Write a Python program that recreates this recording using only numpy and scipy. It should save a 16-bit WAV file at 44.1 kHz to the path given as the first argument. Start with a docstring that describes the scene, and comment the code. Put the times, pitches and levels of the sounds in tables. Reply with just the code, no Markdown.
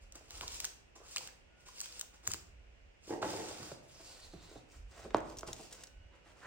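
"""A table in a small quiet room, on a two-port stereo microphone; snaps and taps arrive mostly direct.
First, over still air and a faint hum, fingers press a pleated paper liner onto a drawing: strokes rustle
as fibres slip, buckling pleats snap, the sheet gives with pocks, and leaning arms make the table shudder.
After 3 s two pulls drag the sheet to the table's edge in stick-slip; it hisses as it is turned upright.
Just past 5 s it lands on its edge with a sharp tap, chatters and shivers; the liner is brushed open."""
import sys
import numpy as np
from scipy import signal
from scipy.fft import rfft, irfft, next_fast_len
from scipy.io import wavfile
from scipy.ndimage import map_coordinates

SR = 44100
rng = np.random.default_rng(int(sys.argv[2]) if len(sys.argv) > 2 else 0)


def inscribe(sig):
    """Save sig as 16-bit PCM at rate SR to the path in sys.argv[1].

    A 1-D sig is mono; a 2-D sig holds one channel per row.
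    Samples are clipped to [-1, 1] before scaling.
    """
    pcm = np.round(np.clip(np.atleast_2d(sig).T, -1, 1) * 32767)
    wavfile.write(sys.argv[1], SR, pcm.astype(np.int16))


N = 285050  # samples

# Still air in the room, spectrum shape: f/Hz, level/dB
AIR = [(20, -19.5), (60, -10), (120, -8), (250, -13), (420, -13), (600, -13), (800, -16.5), (1150, -22),
       (1500, -19.5), (2000, -18), (2700, -15.5), (3800, -29.5), (5500, -29), (10000, -39.5),
       (16000, -53.5)]
# Steady tones of a faint appliance hum: f/Hz, level/dB
HUM = [(560, -83), (1443, -89), (2885, -88)]
# Decay of the room: f/Hz, t60/s
ROOM_DECAY = [(100, 1), (350, 0.81), (1000, 0.62), (3000, 0.46), (12000, 0.35)]
# Right-port lead as the sheet goes from flat to upright: t/s, lead/ms
BEARING = [(0, 0.082), (3.5, 0.087), (4.1, 0.032), (5.3, -0.025)]
# Arms leaning on the table: t/s, length/s, level/dB
LEANS = [(0.0, 0.1, -57.5), (0.32, 0.24, -54.5), (2.07, 0.48, -62), (2.48, 0.37, -58.5), (4.215, 0.3, -58),
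         (4.752, 0.091, -48), (4.88, 0.59, -54.5), (5.912, 0.13, -52.5)]
# Dull rumble of the leaned-on table, spectrum shape: f/Hz, level/dB
RUMBLE = [(12, -47), (30, 19.5), (70, 15.5), (130, 0.5), (300, -101.0)]
# Finger strokes on the paper: t/s, length/s, crisp rustle gain/dB, soft skin brush gain/dB
STROKES = [(0.0, 0.04, -71, -65), (0.122, 0.061, -61, -58), (0.19, 0.087, -69.5, -68),
           (0.268, 0.13, -53, -54), (0.402, 0.032, -49, -46.5), (0.418, 0.15, -48, -58.5),
           (0.565, 0.09, -50.5, -54), (0.952, 0.0084, -57, -61), (0.965, 0.058, -84, -70),
           (1.005, 0.24, -53.5, -57.5), (1.135, 0.13, -54.5, -59.5), (1.547, 0.091, -71, -70),
           (1.651, 0.034, -56.5, -58.5), (1.711, 0.14, -52.5, -61), (1.846, 0.14, -54, -62.5),
           (2.125, 0.029, -63, -62), (2.223, 0.056, -56, -55), (2.26, 0.077, -53.5, -63),
           (3.009, 0.13, -57.5, -60.5), (3.802, 0.47, -57, -56.5), (4.251, 0.34, -63.5, -57.5),
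           (4.665, 0.11, -65.5, -61), (4.864, 0.19, -62, -53.5), (5.133, 0.024, -61, -42),
           (5.206, 0.12, -65.5, -55.5), (5.37, 0.0073, -56.5, -67), (5.461, 0.024, -51.5, -47.5),
           (5.5, 0.17, -59, -63), (5.698, 0.051, -56, -52.5), (5.753, 0.079, -63, -55.5),
           (6.102, 0.069, -81, -58), (6.22, 0.1, -74, -57), (6.335, 0.15, -67.5, -56)]
# Pulls of the sheet over the table top: t/s, length/s, rise/s, judder gain/dB, hiss gain/dB
PULLS = [(3.086, 0.054, 0.048, -38, -63), (3.216, 0.51, 0.0014, -41, -48.5)]
# Paper fibres catching and slipping, spectrum shape: f/Hz, level/dB
PAPER = [(300, -28), (1000, -13), (2000, -9), (2700, -3), (3500, -4), (5000, 0), (7500, 0), (10000, -2),
         (12500, -6), (14500, -13), (16000, -17)]
# Skin and cloth rubbing, spectrum shape: f/Hz, level/dB
SKIN_AND_CLOTH = [(60, 13.5), (200, -3.5), (500, 2), (800, -2), (1200, -2.5), (2000, -7), (4000, -15),
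                  (9000, -50)]
# Loudest pleats snapping: t/s, peak level/dB, ring f/Hz, burst t60/s,
# broad crack and sheet response/dB relative to the ring
SNAPS = [(0.123, -38, 6200, 0.0069, -33, -25), (0.154, -38, 7000, 0.038, -16, -23),
         (0.307, -31.5, 5930, 0.0075, -12, -6), (0.41, -25.5, 3100, 0.012, 3, 9),
         (0.432, -40, 3240, 0.0093, 8, 4), (0.4795, -25.5, 5250, 0.0095, -15, -23),
         (0.521, -32, 5490, 0.0098, -6, -20), (0.602, -26.5, 3000, 0.017, 10, 0),
         (0.6442, -22.5, 6630, 0.012, 3, 6), (0.6519, -16.5, 7050, 0.0042, -15, -17),
         (1.162, -18.5, 6200, 0.0073, -2, 0), (1.1694, -21.5, 2870, 0.0064, -5, -25),
         (1.182, -22, 4870, 0.0068, -14, -25), (1.274, -31, 7600, .01, 5, 4),
         (1.7953, -34, 7650, 0.011, -8, -16), (1.804, -23, 6560, .009, -19, -17),
         (1.813, -25, 7500, 0.012, -17, -21), (1.858, -33.5, 3500, 0.012, 5, -4),
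         (1.9248, -39, 4400, 0.0087, -3, -25), (1.9945, -26.5, 7700, 0.015, -32, -40),
         (2.012, -21, 5770, 0.0084, -4, -13), (2.269, -30, 6800, 0.024, 2, 2),
         (2.2754, -13.5, 7200, 0.0064, -7, -18), (2.3162, -22, 6800, 0.011, -21, -25),
         (2.3363, -16.5, 6600, 0.0048, -4, -10), (2.343, -28.5, 6000, 0.0099, -3, 4),
         (5.168, -39, 6500, 0.014, -6.5, -20), (5.182, -46, 4000, .012, -8, -20),
         (5.204, -47, 6500, .014, -5, -15), (5.298, -44, 5800, 0.025, -4, -15),
         (5.37, -39.5, 6100, 0.02, -15, -17), (5.3857, -32, 6100, 0.02, -21, -18),
         (5.392, -35, 6000, 0.017, -14, -22), (5.409, -36, 6450, 0.013, -14, -7),
         (5.474, -36, 6000, 0.022, -13, -16), (5.5303, -26.5, 6960, 0.014, -32, -28),
         (5.725, -36, 7360, 0.051, -8, -10), (5.836, -34.5, 5500, 0.03, 6, 0),
         (5.87, -43.5, 5520, 0.029, -13, -11)]
# Fingers and sheet edge knocking on the table, before the frame rings:
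# t/s, peak level/dB, brightness f/Hz, contact time/s
KNOCKS = [(0.153, -50, 400, 0.0027), (0.207, -50, 500, 0.0024), (0.411, -46.5, 1210, 0.00086),
          (0.433, -47, 700, 0.0032), (0.957, -56, 600, 0.0054), (2.276, -46, 603, 0.0044),
          (2.337, -46, 710, 0.0041), (3.073, -43.5, 300, 0.003), (3.106, -38, 330, 0.0065),
          (3.128, -35, 650, 0.0024), (3.146, -39, 900, 0.0018), (3.156, -45, 350, 0.0016),
          (3.224, -23.5, 1720, 0.003), (3.243, -28, 1490, 0.0013), (3.303, -35, 1100, .0015),
          (3.332, -35, 397, 0.003), (3.399, -34.5, 905, 0.0019), (3.508, -38.5, 800, 0.0026),
          (3.63, -44, 1400, 0.0014), (3.7165, -36.5, 605, 0.00095), (3.998, -47.5, 1210, 0.006),
          (4.332, -42, 248, 0.0041), (4.508, -46, 412, 0.0081), (4.555, -42.5, 453, 0.005),
          (5.045, -36, 395, 0.009), (5.105, -42.5, 2520, 0.0021), (5.4312, -30.5, 1010, 0.00057),
          (5.479, -37.5, 911, 0.0069), (5.592, -42, 600, 0.0058)]
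# Modes of the table top with the sheet on it: f/Hz, width/Hz, level/dB
TABLE_MODES = [(211, 214, -6), (382, 99, 3), (615, 129, 3), (1060, 506, -1.5), (1650, 360, -21),
               (3420, 800, -24)]
# Modes of the table's longer-ringing frame: f/Hz, width/Hz, level/dB
FRAME_MODES = [(226.6, 5.3, 2), (310, 33, 3), (364, 17, -7), (441.7, 9.7, 7), (533, 16, -5), (716, 6.3, -6),
               (854, 8.7, -12)]
# Hollow pocks of the sheet under a fingertip: t/s, peak level/dB, ring f/Hz
POCKS = [(0.153, -49.5, 1080), (0.4335, -36.5, 980), (0.96, -55, 850), (1.002, -49, 443), (1.014, -48, 410),
         (1.06, -56, 1060), (1.209, -44, 900), (1.287, -45.5, 1690), (1.663, -57, 1350),
         (1.687, -45.5, 1090), (1.815, -46.5, 1110), (1.86, -52, 1190), (2.027, -51, 845),
         (2.144, -55, 1220), (2.3074, -41, 1310), (3.2265, -28.5, 990), (3.7162, -34, 514),
         (4.557, -42.5, 514), (4.992, -44.5, 680), (5.105, -48, 1500)]
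# Skin sliding as fingers land, the sheet is turned upright and the hand leaves:
# t/s, length/s, level/dB, first f/Hz, last f/Hz, width/Hz
SWISHES = [(0.951, 0.024, -60.5, 1047, 1010, 650), (0.998, .07, -65, 1230, 997, 550),
           (3.906, 0.7, -64, 5600, 3890, 970), (4.958, 0.048, -68, 1444, 1300, 500),
           (6.36, 0.046, -68.5, 1200, 1395, 900), (6.404, 0.12, -56, 1350, 1595, 950)]
# Swells of the appliance's whine: t/s, length/s, f/Hz, level/dB
WHINES = [(1.466, 0.24, 1443, -74), (5.8, 0.26, 1500, -77), (5.55, 0.64, 2885, -75.5)]
# Wrists and elbows bumping the table, before it radiates: t/s, peak level/dB, ring f/Hz
THUMPS = [(2.278, -38.5, 92), (2.313, -46, 92), (3.598, -42.5, 125), (3.717, -42, 129), (4.34, -44.5, 134),
          (4.552, -48, 126), (5.145, -35.5, 122), (5.47, -42, 122)]
# Sheet dragged over the table, spectrum shape: f/Hz, level/dB
SCRAPE = [(30, -49), (130, -9), (190, -21), (300, -7), (450, -8), (720, -12.5), (870, -2.5), (1100, -22),
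          (1500, -22), (2200, -24), (5000, -48)]
# Sheet edge dropped on the table, then chattering to rest, before the frame rings:
# t/s, peak level/dB, brightness f/Hz, contact time/s
TAP = [(5.1458, -14, 6000, 0.000073), (5.1555, -38, 3000, 0.000049), (5.1598, -32, 4000, 0.000078),
       (5.167, -28.5, 2500, 0.00026), (5.1795, -33, 3000, 0.00013)]
# Level change of the left-right average: f/Hz, level/dB
AVERAGE_LEVEL = [(7000, -2), (8800, -3), (10000, -26), (13000, -29.5), (14500, 2.5)]
# Unequal colour of the two ports: f/Hz, left minus right/dB
PORT_COLOUR = [(100, -2.6), (1000, -1.8), (2600, -1), (3500, -2.5), (5000, -4), (6000, 0), (7200, 4),
               (9300, 0)]

BAND_LIMIT_HZ = 15900
LEAN_ATTACK_S, LEAN_RELEASE_S, RESTING_DB = 0.023, 0.12, -66.5
# A stroke builds up over a share of its length, eases a little as it goes, and lets go
STROKE_RISE_SHARE, STROKE_EASE_DB_PER_S, STROKE_RELEASE_S = 0.63, 13, 0.0067
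# As the sheet slides off the table the judder fades faster than the hiss
JUDDER_FADE_DB_PER_S, HISS_FADE_DB_PER_S, PULL_RELEASE_S = 67, 22, 0.0043
PULL_BRUSH_DB = 3.5  # the finger's own rub, relative to the hiss
SNAP_ATTACK_SHARE, FACET_WIDTH_SHARE = 0.018, 0.3  # of the burst's t60; of the ring frequency
SWISH_SETTLING_S = 0.22  # time constant of the pitch
SWISH_RISE_SHARE, SWISH_FADE_DB_PER_S = 0.12, 9


def amp(db):
    """Decibels to gain."""
    return 10 ** (np.asarray(db) / 20)


def unit(x):
    """Scale to rms 1."""
    return x / np.sqrt(np.mean(x ** 2) + 1e-20)


def along(points, hz):
    """Read (f/Hz, value) points on a log frequency axis."""
    f, value = np.transpose(points)
    return np.interp(np.log(hz + 1), np.log(f + 1), value)


def wobble(rate):
    """A smooth random curve, rate knots a second."""
    knots = rng.standard_normal(int(N * rate / SR) + 4)
    return map_coordinates(knots, [np.arange(N) * rate / SR])


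def filtered(x, response):
    """Pass x through a complex response of frequency."""
    n = x.shape[-1]
    padded = next_fast_len(n + 4096)
    spectrum = rfft(x, padded) * response(np.fft.rfftfreq(padded, 1 / SR))
    return irfft(spectrum, padded)[..., :n]


def coloured(x, spectrum):
    """Shape x by a spectrum table, at rms 1."""
    return unit(filtered(x, lambda hz: amp(along(spectrum, hz))))


def resonance(f, centre, width):
    """Causal response of one mode."""
    return 1j * f * width / (centre ** 2 - f ** 2 + 1j * f * width)


def grains(rate, spread_db):
    """Random tiny slips of uneven size, rate a second, at rms 1."""
    chance, size = rng.random(N), rng.standard_normal(N)
    push = rng.choice([-1, 1], N)
    return unit((chance < rate / SR) * push * amp(spread_db * np.clip(size, -2, 2)))


def add(track, s, sound):
    """Mix a sound into a track at time s."""
    part = track[max(round(s * SR), 0):][:len(sound)]
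    part += sound[:len(part)]


def gesture(s, length, attack, release, slope_db=0):
    """Gain of one movement: it rises, holds with a slope in dB per second, and dies away."""
    t = np.arange(N) / SR - s
    rise = np.clip(t / attack, 0, 1)
    hold = amp(slope_db * np.clip(t, 0, length))
    return rise * hold * np.exp(-np.maximum(t - length, 0) / release)


def room_tone(air_db=-68.0, side_db=-0.5, waver_db=3):
    """Still air as wide coloured noise, with a faint, slightly unsteady hum of sine tones."""
    mid, side = coloured(rng.standard_normal((2, N)), AIR)
    side = side * amp(side_db)
    t = np.arange(N) / SR
    hum = np.zeros(N)
    for hz, db in HUM:
        tone = unit(np.sin(2 * np.pi * hz * t + wobble(6.6)))
        hum += amp(db + waver_db * wobble(1.7)) * tone
    return amp(air_db) * np.array([mid + side, mid - side]) + hum


def room(x, alike_hz=250, build=0.00043):
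    """The walls' answer builds up and dies: alike at both ports in the bass, unrelated in the treble."""
    hz, t, z = signal.stft(rng.standard_normal((2, SR // 2)), SR, nperseg=256)
    decay = amp(-60 * t / along(ROOM_DECAY, hz)[:, None])
    z = z * decay * (1 - np.exp(-t / build))
    turn = (np.pi / 4 * hz / (hz + alike_hz))[:, None]  # share moved from mid to side
    mid, side = signal.istft(z * np.array([np.cos(turn), np.sin(turn)]), SR, nperseg=256)[1]
    tail = np.array([mid + side, mid - side])
    return signal.fftconvolve(x[None], tail / np.linalg.norm(tail[0]), axes=1)[:, :N]


def placed(x, wet_db):
    """Direct sound reaches one port a little earlier; the room follows at wet_db."""
    n = np.arange(N)
    lead = np.interp(n / SR, *np.transpose(BEARING)) * SR / 1000  # ms to samples
    left = map_coordinates(x, [n - lead / 2])
    right = map_coordinates(x, [n + lead / 2])
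    return np.array([left, right]) + amp(wet_db) * room(x)


def radiated(x, corner_hz):
    """A light panel moves little air below its corner frequency."""
    return filtered(x, lambda f: (1j * f / (corner_hz + 1j * f)) ** 4)


def shudder(sway_hz=53, rumble_db=-3, waver_db=1.5):
    """Under the arms the table's lowest mode swells and wavers, over a dull rumble."""
    leans = [amp(db) * gesture(s, length, LEAN_ATTACK_S, LEAN_RELEASE_S) for s, length, db in LEANS]
    level = np.maximum(amp(RESTING_DB), np.max(leans, axis=0))
    phase = 2 * np.pi * sway_hz * np.arange(N) / SR + 1.06 * wobble(41)
    sway = amp(waver_db * wobble(6.8)) * np.sin(phase)
    rumble = coloured(rng.standard_normal(N), RUMBLE)
    return level * unit(unit(sway) + amp(rumble_db) * rumble)


def rubbing_levels():
    """Gains of the crisp rustle and the soft brush; strokes and pulls overlap by adding in power."""
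    crisp = np.zeros(N)
    for s, length, rise, _, hiss_db in PULLS:
        crisp += amp(hiss_db) * gesture(s, length, rise, PULL_RELEASE_S, -HISS_FADE_DB_PER_S)
    soft = amp(PULL_BRUSH_DB) * crisp
    for s, length, crisp_db, soft_db in STROKES:
        rise = STROKE_RISE_SHARE * length
        stroke = gesture(s, length, rise, STROKE_RELEASE_S, -STROKE_EASE_DB_PER_S)
        crisp = np.hypot(crisp, amp(crisp_db) * stroke)
        soft = np.hypot(soft, amp(soft_db) * stroke)
    return crisp, soft


def rustle(gain, crinkle_db=-6, low_hz=2600, high_hz=8300):
    """Paper fibres catch and slip in clumps over a smooth hiss; tiny creases tick at six pitches."""
    slips = grains(rate=900, spread_db=5) + amp(-5) * rng.standard_normal(N)
    clumps = amp(2.2 * wobble(90) + 1.3 * wobble(20))
    ticks = np.zeros(N)
    for hz in np.linspace(low_hz, high_hz, 6):
        ticks += filtered(grains(rate=110, spread_db=5), lambda f: resonance(f, hz, 1100) ** 2)
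    return gain * clumps * (coloured(slips, PAPER) + amp(crinkle_db) * unit(ticks))


def brush(gain, flutter_db=2):
    """Skin and cloth give a softer, darker rub of dense slips."""
    rub = coloured(grains(rate=1500, spread_db=3.0), SKIN_AND_CLOTH)
    return gain * amp(flutter_db * wobble(45)) * rub


def snaps(crack_hz=5500, sheet_hz=1230, sheet_width_hz=1100):
    """A pleat buckles: a short burst rings its facet, with a broad crack and the sheet below in its own mix."""
    out, t = np.zeros(N), np.arange(SR // 20) / SR
    crack = lambda f: resonance(f, crack_hz, 10000) ** 2
    sheet = lambda f: resonance(f, sheet_hz, sheet_width_hz) ** 2
    for s, db, hz, t60, crack_db, sheet_db in SNAPS:
        attack = 1 - np.exp(-t / (SNAP_ATTACK_SHARE * t60))
        burst = rng.choice([-1, 1], len(t)) * amp(-60 * t / t60) * attack
        facet = lambda f: resonance(f, hz, FACET_WIDTH_SHARE * hz)
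        snap = filtered(burst, lambda f: facet(f) + amp(crack_db) * crack(f) - amp(sheet_db) * sheet(f))
        add(out, s, amp(db) * snap / abs(snap).max())
    return out


def frame(x, ring_db):
    """The table passes a push on, and its frame keeps ringing."""
    modes = lambda f: sum(amp(db) * resonance(f, hz, width) for hz, width, db in FRAME_MODES)
    return filtered(x, lambda f: 1 + amp(ring_db) * modes(f))


def blows(rows, roughness, crack_db, ring_db):
    """Each contact pushes and scuffs the table's modes: a brief one clacks, a long one only rubs."""
    out, t = np.zeros(N), np.arange(SR // 6) / SR

    def body(f):
        """Table modes in alternating sign, plus a broad crack."""
        total = amp(crack_db) * resonance(f, 5600, 5600)
        for k, (hz, width, db) in enumerate(TABLE_MODES):
            total = total + (-1) ** k * amp(db) * resonance(f, hz, width)
        return total

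    for s, db, bright_hz, contact in rows:
        scuff = 1 + roughness * rng.standard_normal(len(t))
        force = t * np.exp(-t / contact) * scuff
        knock = filtered(force, lambda f: body(f) / (1 + 1j * f / bright_hz) ** 2)
        add(out, s, amp(db) * knock / abs(knock).max())
    return frame(out, ring_db)


def pocks(width_share=0.51, t60=0.021):
    """A fingertip pushes a bulge out of the sheet, which rings briefly at its own pitch."""
    out, t = np.zeros(N), np.arange(SR // 12) / SR
    for s, db, hz in POCKS:
        push = rng.standard_normal(len(t)) * amp(-60 * t / t60)
        pock = filtered(push, lambda f: resonance(f, hz, width_share * hz) ** 2)
        add(out, s, amp(db) * pock / abs(pock).max())
    return out


def swish(release=0.015, flutter_db=3.5):
    """Sliding fingers hiss in a narrow noise band whose pitch glides and settles."""
    out, t = np.zeros(N), np.arange(SR) / SR
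    for s, length, db, first_hz, last_hz, width_hz in SWISHES:
        pitch = last_hz + (first_hz - last_hz) * np.exp(-t / SWISH_SETTLING_S)
        a, b = filtered(rng.standard_normal((2, SR)), lambda f: 1 / (1 + (2 * f / width_hz) ** 2))
        carrier = np.exp(2j * np.pi * np.cumsum(pitch) / SR)  # lifts the slow noise to the pitch
        hiss = np.zeros(N)
        add(hiss, s, unit(np.real((a + 1j * b) * carrier)))
        slide = gesture(s, length, SWISH_RISE_SHARE * length, release, -SWISH_FADE_DB_PER_S)
        out += amp(db) * slide * hiss
    return out * amp(flutter_db * wobble(40))


def whine(rise_share=0.45, release=0.04):
    """A thin sine whine rises out of the hum and sinks back."""
    out, t = np.zeros(N), np.arange(N) / SR
    for s, length, hz, db in WHINES:
        tone = unit(np.sin(2 * np.pi * hz * t + wobble(8.1)))
        out += amp(db) * gesture(s, length, rise_share * length, release) * tone
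    return out


def thumps(width_hz=40, t60=0.11):
    """A soft, heavy touch moves only a low mode of the table."""
    out, t = np.zeros(N), np.arange(SR // 4) / SR
    for s, db, hz in THUMPS:
        push = rng.standard_normal(len(t)) * amp(-60 * t / t60)
        thump = filtered(push, lambda f: resonance(f, hz, width_hz) / (1 + 1j * f / 120) ** 2)
        add(out, s, amp(db) * thump / abs(thump).max())
    return out


def drag(judder_db=2, dull_hz=600, hard_pull_db=-39):
    """The pressed sheet sticks and slips over the sounding table; a harder pull is brighter."""
    gain = np.zeros(N)
    for s, length, rise, db, _ in PULLS:
        gain += amp(db) * gesture(s, length, rise, PULL_RELEASE_S, -JUDDER_FADE_DB_PER_S)
    slips = grains(rate=260, spread_db=3)
    judder = amp(judder_db * wobble(80)) * coloured(slips, SCRAPE)
    dull = filtered(judder, lambda f: 1 / (1 + (f / dull_hz) ** 4))
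    effort = np.sqrt(np.clip(gain / amp(hard_pull_db), 0, 1))
    return frame(gain * (dull + effort * (judder - dull)), ring_db=5.0)


def clack(db=-10, hz=880, t60=0.0078, attack=0.00042):
    """Landing on its edge, the stiff sheet flexes for a few cycles."""
    out, t = np.zeros(N), np.arange(SR // 20) / SR
    flex = np.sin(2 * np.pi * hz * t)
    add(out, TAP[0][0], amp(db - 60 * t / t60) * (1 - np.exp(-t / attack)) * flex)
    return out


def flutter(db=-46, hz=1400, width_hz=1100, release=0.053):
    """After the tap the upright sheet goes on shivering for a moment."""
    shiver = grains(rate=600, spread_db=3.5)
    rattle = unit(filtered(shiver, lambda f: resonance(f, hz, width_hz) ** 2))
    return amp(db) * gesture(TAP[0][0], 0, PULL_RELEASE_S, release) * rattle


def scene():
    """Paper, table and room together, each with its own share of room sound."""
    background = room_tone() + shudder() + whine()
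    crisp, soft = rubbing_levels()
    paper = placed(rustle(crisp), wet_db=2.0)
    paper += placed(snaps(), wet_db=-11)
    paper += placed(pocks() + swish(), wet_db=-5.5)
    rubbing = radiated(brush(soft) + drag(), corner_hz=77.5)
    knocks = blows(KNOCKS, roughness=6.1, crack_db=-4, ring_db=-10)
    bumps = radiated(knocks + thumps(), corner_hz=52.3)
    tap = radiated(blows(TAP, roughness=0.15, crack_db=-12.5, ring_db=-4), corner_hz=79)
    table = placed(rubbing, wet_db=-2.0) + placed(bumps, wet_db=-6.0)
    landing = placed(tap + clack() + flutter(), wet_db=-10)
    return background + paper + table + landing


def record(dry):
    """Each port has its colour, and the band is limited."""
    average = dry.mean(axis=0)
    levelled = dry - average + filtered(average, lambda hz: amp(along(AVERAGE_LEVEL, hz)))
    colour = lambda hz: amp(np.outer([0.5, -0.5], along(PORT_COLOUR, hz)))
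    return filtered(levelled, lambda hz: colour(hz) * (hz < BAND_LIMIT_HZ))


dry = scene()
out = record(dry)
inscribe(out)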